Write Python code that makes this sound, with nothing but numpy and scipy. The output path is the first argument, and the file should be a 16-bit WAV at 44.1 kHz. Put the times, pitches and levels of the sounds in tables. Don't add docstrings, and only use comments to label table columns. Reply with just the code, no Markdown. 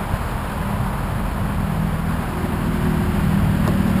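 import sys
import numpy as np
from scipy import signal
from scipy.fft import rfft, irfft
from scipy.io import wavfile

SR = 44100
rng = np.random.default_rng(int(sys.argv[2]) if len(sys.argv) > 2 else 0)


def transcribe(u):
    v = np.clip(np.atleast_2d(u).T, -1, 1)
    q = np.round(v * 32767).astype(np.int16)
    wavfile.write(sys.argv[1], SR, q)


N = 176400

# t/s, f/Hz
FIRING_RATE = [(0, 40.0), (.5, 40.4), (2, 40.45), (2.5, 40.2), (3, 39.95), (3.5, 39.3), (4, 38.65)]
WAVER_HZ = 6


def amp(db):
    return 10 ** (np.asarray(db) / 20)


def unit(x):
    return x / np.sqrt(np.mean(x ** 2) + 1e-20)


def curve(points):
    return np.interp(np.arange(N) / SR, *np.transpose(points))


def colour(x, points):
    hz, db = np.transpose(points)
    f = np.fft.rfftfreq(len(x), 1 / SR)
    gain = amp(np.interp(np.log(f + 1), np.log(hz + 1), db))
    return irfft(rfft(x) * gain, len(x))


def noise(spectrum):
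    return unit(colour(rng.standard_normal(N), spectrum))


def drift(rate_hz):
    f = np.fft.rfftfreq(N, 1 / SR)
    low_pass = (f > 0) / (1 + (f / rate_hz) ** 4)
    return unit(irfft(rfft(rng.standard_normal(N)) * low_pass, N))


def traffic():
    wash_spectrum = [(150, -8.5), (400, -4), (620, 0), (1000, 0.5), (1500, -4.5), (2100, -11.5),
                     (2900, -15), (3700, -20.5), (4800, -22.5), (6000, -27.5)]
    wash_level = [(0, -29.5), (.9, -30), (1.6, -30.5), (2.6, -30.5), (4, -31.5)]  # t/s, level/dB
    tread_spectrum = [(600, -34), (880, -4.5), (1020, -2), (1180, -8), (1700, -25), (4000, -60)]
    tread_level = [(0, -42.5), (.9, -38), (1.5, -48), (4, -55)]  # t/s, level/dB
    wash = amp(curve(wash_level) + 0.56 * drift(rate_hz=21)) * noise(wash_spectrum)
    return wash + amp(curve(tread_level)) * noise(tread_spectrum)


def rumble(fan_hz=43, fan_db=-31):
    spectrum = [(5, -32), (15, -14), (25, -19), (45, -6), (55, -6), (76, -0.5), (100, -4.5), (135, -5.5),
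                (210, -8.5), (300, -19), (500, -31.5), (1000, -58)]
    level = [(0, -28), (.55, -28), (.75, -25), (1.3, -24.5), (1.6, -25), (2.2, -30), (3, -24.5),
             (3.5, -22.5), (4, -24.5)]
    fan_turns = np.cumsum(fan_hz + 0.44 * drift(rate_hz=3.5)) / SR
    fan = np.sqrt(2) * np.sin(2 * np.pi * fan_turns)
    return amp(curve(level)) * noise(spectrum) + amp(fan_db + 0.68 * drift(rate_hz=5)) * fan


def camera_bumps(pitch_hz=86, width_s=0.0032):
    pushes = [(0.14, -8.5), (.359, -15)]
    out = np.zeros(N)
    for centre, db in pushes:
        t = np.arange(N) / SR - centre
        out -= amp(db) * np.exp(-(t / width_s) ** 2 / 2) * np.cos(2 * np.pi * pitch_hz * t)
    return out


def hiss():
    hiss_spectrum = [(400, -0.5), (800, 8), (1600, 8), (2800, -1), (3700, -7.5), (4700, -6.5), (6000, -13)]
    hiss_level = [(0, -43), (.5, -39), (1.1, -56), (2, -43), (2.8, -37), (3.5, -35.5), (4, -34.5)]  # t/s, level/dB
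    valve_spectrum = [(1100, -42), (1450, -8), (1620, 1.5), (1850, -8), (2400, -19), (2900, -6.5),
                      (3300, -10.5), (3800, -25)]
    valve_level = [(0, -58), (2, -52), (2.9, -44), (3.4, -42), (4, -41)]  # t/s, level/dB
    broadband = amp(curve(hiss_level) + 1.03 * drift(rate_hz=15)) * noise(hiss_spectrum)
    return broadband + amp(curve(valve_level)) * noise(valve_spectrum)


def belt_whine(order=14.35):
    level = [(0, -55), (3.2, -52), (3.6, -40.5), (4, -40.5)]
    turns = np.cumsum(order * curve(FIRING_RATE)) / SR
    return np.sqrt(2) * amp(curve(level) + drift(WAVER_HZ)) * np.sin(2 * np.pi * turns)


def lid_clacks():
    # t/s, ring level/dB, tick level/dB, tick time constant/s
    contacts = [(3.677, -13.5, -20.5, .003), (3.686, -19, -29, .004), (3.869, -31, -29.5, 0.022),
                (3.988, -26, -37, .004)]
    modes = [(350.5, -5, 0.089), (407, -6.5, .09), (596, -4.5, .05), (884, -12, 0.041), (1092, -3.5, 0.04),
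             (1350, -13, 0.021)]
    tick_spectrum = [(300, -8), (1200, -5), (2500, -3), (4200, -0.5), (6000, 1.5)]
    out = np.zeros(N)
    for start, ring_db, tick_db, tick_s in contacts:
        t = np.maximum(np.arange(N) / SR - start, 0)
        ring = sum(amp(db - 60 * t / t60) * np.sin(2 * np.pi * hz * t) * rng.choice([-1, 1])
                   for hz, db, t60 in modes)
        tick = (t > 0) * np.exp(-t / tick_s) * noise(tick_spectrum)
        out += amp(ring_db) * ring + amp(tick_db) * tick
    return out


def exhaust():
    nearness = [(0, -10.5), (1.3, -18.5), (2.2, -3.5), (2.7, -2.5), (3.3, -2.5), (4, -0.5)]
    # multiple of the firing rate, level/dB at 0 dB nearness, dB gained per dB of nearness
    orders = [(1.5, -36.5, 2), (2, -32, 0.2), (2.5, -29.5, 1.2), (3, -36.5, 0), (4.5, -37, 1.2),
              (6, -27, 1.97), (6.5, -39, 2), (7, -42, .9), (8, -37.5, 1.6), (10, -51.5, -0.2)]
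    # t/s, level/dB
    fourth = [(0, -37.5), (1.4, -39), (1.75, -23.5), (2.3, -31.5), (2.7, -25.5), (3.4, -25), (4, -24.5)]
    fifth = [(0, -36), (.7, -32.5), (1.3, -37), (1.65, -28.5), (2.05, -31), (2.35, -36.5), (3, -26.5),
             (3.5, -23), (4, -21)]
    ninth = [(0, -68), (2.1, -55), (2.4, -34), (3.1, -33.5), (3.5, -45.5), (4, -32.5)]
    puff_spectrum = [(60, -14), (110, -16.5), (170, -2.5), (220, 7), (280, -6), (400, -9.5), (520, -29),
                     (900, -41)]
    travel_s, jitter_cycles, waver_db = 0.019, 0.007, 1.4
    dispersion_rad, resonant_order = 0.386, 5.09
    puff_db, puff_depth = -29, 0.38

    firing_hz = curve(FIRING_RATE)
    cycles = np.cumsum(firing_hz) / SR - travel_s * firing_hz
    phase = 2 * np.pi * (cycles + jitter_cycles * drift(rate_hz=14))
    near_db = curve(nearness)
    tones = [(order, db + growth * near_db) for order, db, growth in orders]
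    tones += [(4, curve(fourth)), (5, curve(fifth)), (9, curve(ninth))]
    pulses = np.zeros(N)
    for order, db in tones:
        lag = dispersion_rad * (order - resonant_order) ** 2
        pulses += np.sqrt(2) * amp(db + waver_db * drift(WAVER_HZ)) * np.cos(order * phase - lag)
    puffs = unit(noise(puff_spectrum) * (1 + puff_depth * np.cos(phase)))
    return pulses + amp(puff_db + near_db) * puffs


def scene():
    return (exhaust() + belt_whine() + rumble() + traffic() + hiss() + lid_clacks() + camera_bumps())[None]


def record(dry):
    input_filter = [(4600, 0), (5200, -1), (5600, -5.5), (5900, -16.5), (6000, -15)]
    hold_hz, band_edge_hz, self_noise_db = 12000, 15300, -57
    padded = np.pad(dry[0], SR, mode="reflect")
    samples = signal.resample(colour(padded, input_filter), round(len(padded) * hold_hz / SR))
    steps = signal.resample(np.repeat(samples, 16), len(padded))
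    noisy = steps + amp(self_noise_db) * rng.standard_normal(len(padded))
    band_limit = signal.firwin(1023, band_edge_hz, window=("kaiser", 9), fs=SR)
    return signal.oaconvolve(noisy, band_limit, "same")[None, SR:-SR]


dry = scene()
out = record(dry)
transcribe(out)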